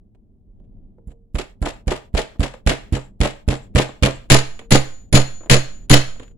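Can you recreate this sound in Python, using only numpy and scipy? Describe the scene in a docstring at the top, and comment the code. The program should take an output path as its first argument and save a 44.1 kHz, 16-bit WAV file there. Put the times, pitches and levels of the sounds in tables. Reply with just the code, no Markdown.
"""Small taps and scuffs open the scene and return between the blows, over a low rumble and faint hiss.
Twelve blows on soft wire then grow heavier: each thumps the bench and shakes loose clutter, which rattles as it lands.
After 4.2 s five hard blows meet bare steel: head and block ring clear and overload the phone's input.
A few last taps follow. Filtered noise, decaying sines and random clicks make these sounds, with a short room tail.
"""
import sys
import numpy as np
from scipy import signal
from scipy.fft import rfft, irfft, next_fast_len
from scipy.io import wavfile
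from scipy.ndimage import uniform_filter1d

SR = 44100
rng = np.random.default_rng(int(sys.argv[2]) if len(sys.argv) > 2 else 0)


def output_pcm(signal):
    """Save a mono or channel-first signal as 16-bit PCM at the path in sys.argv[1].

    Samples are clipped to [-1, 1] before scaling.
    """
    pcm = np.clip(np.atleast_2d(signal).T, -1, 1) * 32767
    wavfile.write(sys.argv[1], SR, np.round(pcm).astype(np.int16))


N = 280917  # length in samples


def undb(db):
    """Level law: decibels become an amplitude ratio."""
    return 10 ** (np.asarray(db) / 20)


def unit(x):
    """Normalisation: scale a signal to an rms of 1."""
    return x / np.sqrt(np.mean(x ** 2))


def colour(x, points, share=1):
    """Spectral shaping: a gain through (Hz, dB) points joined on a log-frequency axis."""
    size = next_fast_len(x.shape[-1])
    hz, db = np.transpose(points)
    log_hz = np.log(np.fft.rfftfreq(size, 1 / SR) + 1)
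    gain = undb(share * np.interp(log_hz, np.log(np.maximum(hz, 1)), db))
    return irfft(rfft(x, size) * gain, size)[..., :x.shape[-1]]


def band(x, hz, width):
    """Resonance: a single peak filter of the given width in Hz."""
    return signal.lfilter(*signal.iirpeak(hz, hz / width, SR), x)


def add(out, s, x):
    """Superposition: mix x into out from time s on."""
    i = int(s * SR)
    n = min(x.shape[-1], N - i)
    out[..., i:i + n] += x[..., :n]


def ring(modes, t, scatter_db, damping=1):
    """Modal decay: damped sines whose levels, save the first, scatter anew at each blow."""
    chance = rng.standard_normal(len(modes))
    total = 0
    for k, ((hz, db, t60), c) in enumerate(zip(modes, chance)):
        level = undb(db + scatter_db * c * (k > 0))
        total = total + level * np.sin(2 * np.pi * hz * t) * undb(-60 * t * damping / t60)
    return total


def burst(t, start, rise, hold, fall):
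    """Transient envelope, in seconds: a smooth rise, a plateau, an exponential fall."""
    up = np.clip((t - start) / rise, 0, 1)
    return up ** 2 * (3 - 2 * up) * np.exp(-np.maximum(t - start - rise - hold, 0) / fall)


def grains(rate, spread_db):
    """Impact statistics: random clicks of uneven size, rate per second, unrelated at the two microphones."""
    size = undb(spread_db * rng.exponential(size=(2, N))) * rng.standard_normal((2, N))
    return size * (rng.random((2, N)) < rate / SR)


def flicker(rate, spread_db):
    """Random modulation: a level in dB that changes about rate times a second."""
    k = int(SR / rate)
    smooth = uniform_filter1d(uniform_filter1d(rng.standard_normal(N), k), k)
    return spread_db * unit(smooth)


def played(envelope, clicks, points):
    """Excitation and colour: clicks under an envelope, then shaped, scaled by the rms of the shaped clicks."""
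    return colour(envelope * clicks, points) / np.std(colour(clicks, points))


def shimmer(bands, t):
    """High modal density: crowded modes as decaying narrow noise, unrelated at the two microphones."""
    total = 0
    for hz, width, db, t60 in bands:
        noise = rng.standard_normal((2, len(t)))
        narrow = band(band(noise, hz, width), hz, width)
        total = total + undb(db - 60 * t / t60) * unit(narrow)
    return total


RUMBLE_DB, HISS_DB = -46, -75
# Spectrum of the rumble. Each row: frequency in Hz, relative density in dB per Hz.
RUMBLE_SPECTRUM = [(12, -28.5), (20, 4), (40, 1), (75, -10), (105, -5.5), (131, -14), (157, -18),
                   (192, -8.5), (312, -22), (406, -24), (497, -32.5), (646, -34), (948, -44), (2500, -48.5),
                   (3250, -46.5), (5500, -65)]


def rumble():
    """Coherent noise field: the wavering low rumble of the house, nearly alike at both microphones, over hiss."""
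    mid, side = (unit(colour(rng.standard_normal(N), RUMBLE_SPECTRUM)) for _ in range(2))
    low = undb(RUMBLE_DB + flicker(4.9, 3.2)) * (mid + .35 * side * np.array([[1], [-1]]))
    return low + undb(HISS_DB) * rng.standard_normal((2, N))


ROOM_DB = -13.5  # energy of the tail relative to the direct sound
# Reverberation of the small room. Each row: band centre in Hz, time to fall by 60 dB in seconds.
ROOM_DECAY = [(300, 0.2), (1000, 0.39), (3000, 0.38), (7000, 0.32), (12000, 0.12)]


def room(x):
    """Diffuse reverberation: convolve with a separate noise tail per microphone, shortest in the top band."""
    t = np.arange(SR // 2) / SR
    tail = 0
    for hz, t60 in ROOM_DECAY:
        noise = band(rng.standard_normal((2, len(t))), hz, 1.68 * hz)
        tail = tail + noise / np.sqrt(hz * t60) * undb(-60 * t / t60)
    tail = tail * burst(t, .002, .004, 1, 1)
    tail = tail / np.sqrt(np.sum(tail ** 2, axis=1, keepdims=True))
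    return undb(ROOM_DB) * signal.fftconvolve(x, tail, axes=1)[:, :N]


BARE_FROM_S = 4.2  # from here the wire is flat and the head meets bare steel
CHATTER_DB = (-8.5, 5.5)  # above the jump: (on soft wire, on bare steel)
KNOCK_DB, KNOCK_SLOPE = -2, 0.82  # landing knock at a 0 dB landing; dB per dB
KNOCK_S, FIRST_KNOCK_DB = 0.0417, -3.5  # heavy things land after this; knock of the blow relative to the landing's
KNOCK_TOP_HZ = 1850
# Hammer blows. Each row: start in seconds, force in dB, bench bounce in Hz, bounce level in dB,
# contact crack in dB, clutter jump in dB, delay until the clutter lands in ms, landing level in dB.
HAMMER_BLOWS = [(1.072, -41, 32, -23.5, -70, -63, 20, -62.5),
                (1.3455, -29.5, 33.6, -11, -48.5, -28.5, 36, -32),
                (1.6166, -25, 34.3, -10.5, -43.5, -35, 34, -27),
                (1.871, -23.5, 34.4, -9, -43.5, -27, 32.4, -24),
                (2.1398, -26, 34.4, -7.5, -43, -27.5, 28, -22.5),
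                (2.3952, -21, 39, -6, -41, -26, 32.4, -26),
                (2.664, -17, 36.1, -4.5, -28.5, -15.5, 28.7, -21),
                (2.9237, -17, 46, -6.5, -29, -32.5, 13.6, -31.5),
                (3.2036, -16, 36.4, -5, -31.5, -17, 28, -19.5),
                (3.478, -14, 41.2, -5.5, -36, -26, 23.3, -25.5),
                (3.7499, -9, 44.1, -3.5, -31, -15, 25.8, -17),
                (4.0243, -10, 43.6, -4, -19, -6.5, 23.6, -21.5),
                (4.3003, -1, 40.9, -13.5, -12, -11, 31.7, -12.5),
                (4.7068, -2.6, 40.0, -22.5, -13, -15, 24.8, -15),
                (5.1267, -1.2, 40.5, -8, -12, -21, 21.8, -13),
                (5.4976, -2, 40.0, -23, -4.5, -9.5, 21.2, -14.5),
                (5.8965, 1.2, 39.8, -31.5, -11, -13.5, 28, -11)]
# Small taps of wire, hand and clutter. Each row: start in seconds, knock in dB, scuff in dB, wire ring in dB.
SMALL_TAPS = [(0.148, -57, -59, -78), (0.597, -59, -54.5, -79), (0.642, -66, -59.5, -74),
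              (0.979, -48.5, -75, -62), (1.111, -69, -60, -59), (2.352, -47, -72, -68),
              (2.537, -37, -43, -63), (3.89, -34, -56, -69), (4.592, -46.5, -37, -49.5),
              (4.613, -44, -63, -51), (5.406, -43.5, -53, -66), (5.431, -42.5, -52, -59),
              (5.459, -43.5, -54, -62), (6.156, -49, -50.5, -62), (6.197, -42, -43.5, -70),
              (6.221, -44, -43.5, -70), (6.232, -54, -41.5, -76), (6.279, -67.5, -54.5, -77.5),
              (6.31, -61, -57, -81)]
# Clutter under blows on soft wire. Each row: frequency in Hz, relative density in dB per Hz.
SOFT_BLOW_RATTLE = [(300, -11), (600, -1), (900, -14.5), (1800, -7.5), (3200, -9), (5000, -16.5),
                    (6400, -21.5), (7500, -20), (8800, -25), (10400, -26), (11600, -36), (15700, -50.5)]
# Clutter under blows on bare steel. Each row: frequency in Hz, relative density in dB per Hz.
HARD_BLOW_RATTLE = [(290, -16.5), (500, -10.5), (943, -18.5), (1700, -13), (2900, -13), (4740, -15.5),
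                    (6060, -22), (7100, -19.5), (9330, -31.5), (10500, -23.5), (11800, -57), (15700, -50)]
# Scuffing of the small taps. Each row: frequency in Hz, relative density in dB per Hz.
SCUFF_SPECTRUM = [(600, -17), (1500, 3.3), (3500, 2), (5000, -14), (7500, -11), (10000, -16), (14000, -59)]
# Resonances of the dull knocks. Each row: frequency in Hz, width in Hz, relative level in dB.
KNOCK_RESONANCES = [(199, 17, 6), (298.6, 35, 14), (378, 180, 5), (479, 150, 9), (542, 20, -4),
                    (639, 30, 6), (796, 30, -9.5), (1300, 100, -29.5)]


def clutter():
    """Impact noise: contact crack, jolt as loose things jump, chatter in flight, then rattle and knocks on landing."""
    light, hard, dull, scuff = np.zeros((4, N))
    t = np.arange(SR // 4) / SR
    for s, *_, crack_db, jolt_db, land_ms, rattle_db in HAMMER_BLOWS:
        bare = s > BARE_FROM_S
        chatter_db = jolt_db + CHATTER_DB[bare]
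        crack = undb(crack_db) * burst(t, 0, 0.001, 0.0042, 0.0033)
        jolt = undb(jolt_db) * burst(t, .008, .001, .003, .003)
        chatter = undb(chatter_db) * burst(t, .012, 0.0062, 0.0013, 0.0093)
        landing = undb(rattle_db) * burst(t, land_ms / 1000, 0.0038, 0.013, 0.023)
        add(hard if bare else light, s, crack + jolt + chatter + landing)
        knock_db = KNOCK_DB + KNOCK_SLOPE * rattle_db
        first_knock = undb(FIRST_KNOCK_DB) * burst(t, 0.0054, 0.0035, 0.003, 0.024)
        landing_knock = burst(t, KNOCK_S, .004, 0.0061, 0.011)
        add(dull, s, undb(knock_db) * (first_knock + landing_knock))
    for s, tap_db, scuff_db, _ in SMALL_TAPS:
        add(dull, s, undb(tap_db) * burst(t, 0, .002, .006, .005))
        add(scuff, s, undb(scuff_db) * burst(t, 0, 0.00042, 0.0015, 0.0065))
    # things land in clumps, heard at both microphones at once
    clicks = grains(9000., 1.5) * undb(flicker(180., 3.6))
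    bumps = grains(1200., 1.5)
    # dull knocks are mostly common to both microphones
    bumps = bumps[0] + 0.2 * np.array([bumps[1], -bumps[1]])
    resonant = sum(undb(db) * band(bumps, hz, width) for hz, width, db in KNOCK_RESONANCES)
    knock = dull * unit(resonant)
    knock = signal.sosfilt(signal.butter(4, KNOCK_TOP_HZ, fs=SR, output="sos"), knock)
    rattle = played(light, clicks, SOFT_BLOW_RATTLE) + played(hard, clicks, HARD_BLOW_RATTLE)
    return rattle + played(scuff, clicks, SCUFF_SPECTRUM) + knock


SWING_DB = (-18, -2.5)  # push on the input above the force: (on soft wire, on bare steel)
BENCH_KNOCK_DB = (-5, -8)  # ring of the bench top above the knock: (at the jump, at the landing)
JUMP_S, LEFT_LAG_S = .006, .0003
# Bench giving under the blow. Each row: multiple of the bounce rate, signed size,
# time to fall by 60 dB in seconds for a bounce at 40 Hz.
BOUNCE_PARTIALS = [(1, .58, .18), (1.95, -.95, .085), (3.4, -.4, .035), (5.1, -.18, .09), (7.4, .12, .12)]
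# Modes of the bench top. Each row: frequency in Hz, relative level in dB, undamped time to fall by 60 dB in seconds.
BENCH_MODES = [(130.5, 0, .27), (63, -12, .25), (204, -2, .15), (292, -7, .22), (388, -15, .15),
               (474, -12, .2), (540, -15, .14), (652, -18, .14), (860, -23, .14)]
# Ring of a small tap. Each row: frequency in Hz, relative level in dB, time to fall by 60 dB in seconds.
TAP_MODES = [(460, 4, 0.93), (494, -12, .4), (980, -11.5, 0.06)]


def bench():
    """Structure-borne sound: bounce and ring reach the phone through its stand; blows push the input off centre."""
    thump, hum, shove = np.zeros((3, N))
    t = np.arange(SR // 2) / SR
    for s, force_db, hz, bounce_db, *_, rattle_db in HAMMER_BLOWS:
        # heavy things strike the upper modes of the top as they jump and as they land
        knock_db = KNOCK_DB + KNOCK_SLOPE * rattle_db
        for late_s, db in zip((JUMP_S, KNOCK_S), BENCH_KNOCK_DB):
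            add(hum, s + late_s, undb(knock_db + db) * ring(BENCH_MODES[2:], t, 2.5, damping=4.5))
        # a slower bounce also dies more slowly
        bounce = 0
        for multiple, size, t60 in BOUNCE_PARTIALS:
            bounce = bounce + size * np.sin(2 * np.pi * multiple * hz * t) * undb(-60 * t * hz / 40 / t60)
        add(thump, s, undb(bounce_db) * bounce)
        # the top rings once the wave has crossed the bench
        add(hum, s + .006, -undb(force_db) * ring(BENCH_MODES, t, 1.5) * burst(t, 0, .006, 1, 1))
        swing_db = force_db + SWING_DB[s > BARE_FROM_S]
        add(shove, s, -undb(swing_db) * burst(t, .003, .015, .012, .014))
    for s, *_, ring_db in SMALL_TAPS:
        add(hum, s, undb(ring_db) * ring(TAP_MODES, t, 2.0) * burst(t, 0, .002, 1, 1))
    # the input coupling lets the push through, then swings slowly back past centre
    thump += signal.lfilter(*signal.butter(2, 3.2, "high", fs=SR), shove)
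    # the bounce shakes the right microphone harder; the left one sits a little further from the blow
    both = thump * undb(np.array([[-.6], [.6]])) + hum * undb(np.array([[.8], [-.8]]))
    return np.array([np.roll(both[0], int(LEFT_LAG_S * SR)), both[1]])


# ring in dB at a 0 dB force, then dB of ring per dB of force: (on soft wire, on bare steel)
HEAD_DB, BLOCK_DB = (-32, -25), (-28.5, -25.5)
RING_SLOPE = (.7, 1.)  # soft wire passes on only part of the force
# Modes of the hammer head. Each row: frequency in Hz, relative level in dB,
# time to fall by 60 dB in seconds when the head rebounds freely.
HEAD_MODES = [(10310, 0, .25), (10270, -6, .2), (9771, -13, .15), (10650, -4, .04), (13470, -19, .24),
              (13520, -20, .3)]
# Modes of the steel block. Each row: frequency in Hz, relative level in dB, time to fall by 60 dB in seconds.
BLOCK_MODES = [(6930, 0, .45), (6933, -9, .85), (6470, -7, .32), (6495, -11, .25), (6522, -6, .36),
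               (4200, -10, .28), (4232, -9, .36), (4270, -12, .3), (4590, -9, .25), (3623, -14, .2),
               (5696, -16, .2), (7607, -16, .2)]
# Crowded modes after blows on soft wire. Each row: frequency in Hz, width of each of two filter passes in Hz,
# relative level in dB, time to fall by 60 dB in seconds.
SOFT_BLOW_SHIMMER = [(7450, 1000, -6, 0.4), (10300, 450, -9, 0.2)]
# Crowded modes after blows on bare steel. Each row: frequency in Hz, width of each of two filter passes in Hz,
# relative level in dB, time to fall by 60 dB in seconds.
HARD_BLOW_SHIMMER = [(4230, 160, -4, .4), (6500, 120, -14, .22), (6930, 50, -9, .45),
                     (10300, 300, -15, .18), (13490, 80, -16, .28)]


def steel():
    """Contact damping: rebounding blows ring clear; blows resting on wire leave a short tick and rough shimmer."""
    clear, rough = np.zeros(N), np.zeros((2, N))
    t = np.arange(SR // 2) / SR
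    next_starts = [row[0] for row in HAMMER_BLOWS[1:]] + [N / SR]
    for (s, force_db, *_), next_s in zip(HAMMER_BLOWS, next_starts):
        hard = s > BARE_FROM_S
        head_db = RING_SLOPE[hard] * force_db + HEAD_DB[hard]
        block_db = RING_SLOPE[hard] * force_db + BLOCK_DB[hard]
        damping_db = 0 if hard else 1500 * t  # the wire damps the head at 1500 dB per second
        add(clear, s, undb(head_db - damping_db) * ring(HEAD_MODES, t, 1.6) * burst(t, 0, 0.00037, 1, 1))
        # the block's ring fades out shortly before the next blow
        fade = burst(t, 0, .018, next_s - s - .05, .01)
        add(clear, s, hard * undb(block_db) * ring(BLOCK_MODES, t, 3.6) * fade)
        bands = HARD_BLOW_SHIMMER if hard else SOFT_BLOW_SHIMMER
        add(rough, s, undb(block_db) * shimmer(bands, t) * burst(t, 0, 0.0025, 1, 1))
    # the shaking bench makes the ring flutter, drawn here as random level changes
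    return clear * undb(flicker(40., 1.3)) + rough * undb(flicker(45., 3.))


# Opposite colouring of the two microphones. Each row: frequency in Hz, left minus right in dB.
MICROPHONE_BALANCE = [(60, -3.5), (400, -4.5), (900, 2), (2500, 0.5), (5000, 3.5), (7500, 13),
                      (10300, -12.5), (13000, -6)]


def scene():
    """Superposition: airborne sound, its room tail, bench-borne sound and the background add up."""
    air = clutter() + steel()
    near = air + room(air) + bench()
    # the two microphones face different ways and colour the sound oppositely
    left = colour(near[0], MICROPHONE_BALANCE, share=.5)
    right = colour(near[1], MICROPHONE_BALANCE, share=-.5)
    return np.array([left, right]) + rumble()


GATE_DB, GATE_HZ = -60.5, 900  # treble level at which the gate is half shut; where the treble begins
TOP_HZ = 15830


def record(dry):
    """Nonlinear input: a gate shuts faint treble, the converter clips peaks beyond full scale, the top is cut."""
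    high_pass = signal.butter(3, GATE_HZ, "high", fs=SR, output="sos")
    treble = signal.sosfiltfilt(high_pass, dry)
    power = uniform_filter1d(np.mean(treble ** 2, axis=0), size=900)
    shut = 1 / (1 + (power / undb(GATE_DB) ** 2) ** 3)
    gated = dry - .9 * shut * treble
    clipped = np.clip(gated, -1, 1)
    cut = signal.sosfilt(signal.ellip(8, .2, 40, TOP_HZ, fs=SR, output="sos"), clipped)
    return np.clip(cut, -1, 1)


dry = scene()
out = record(dry)
output_pcm(out)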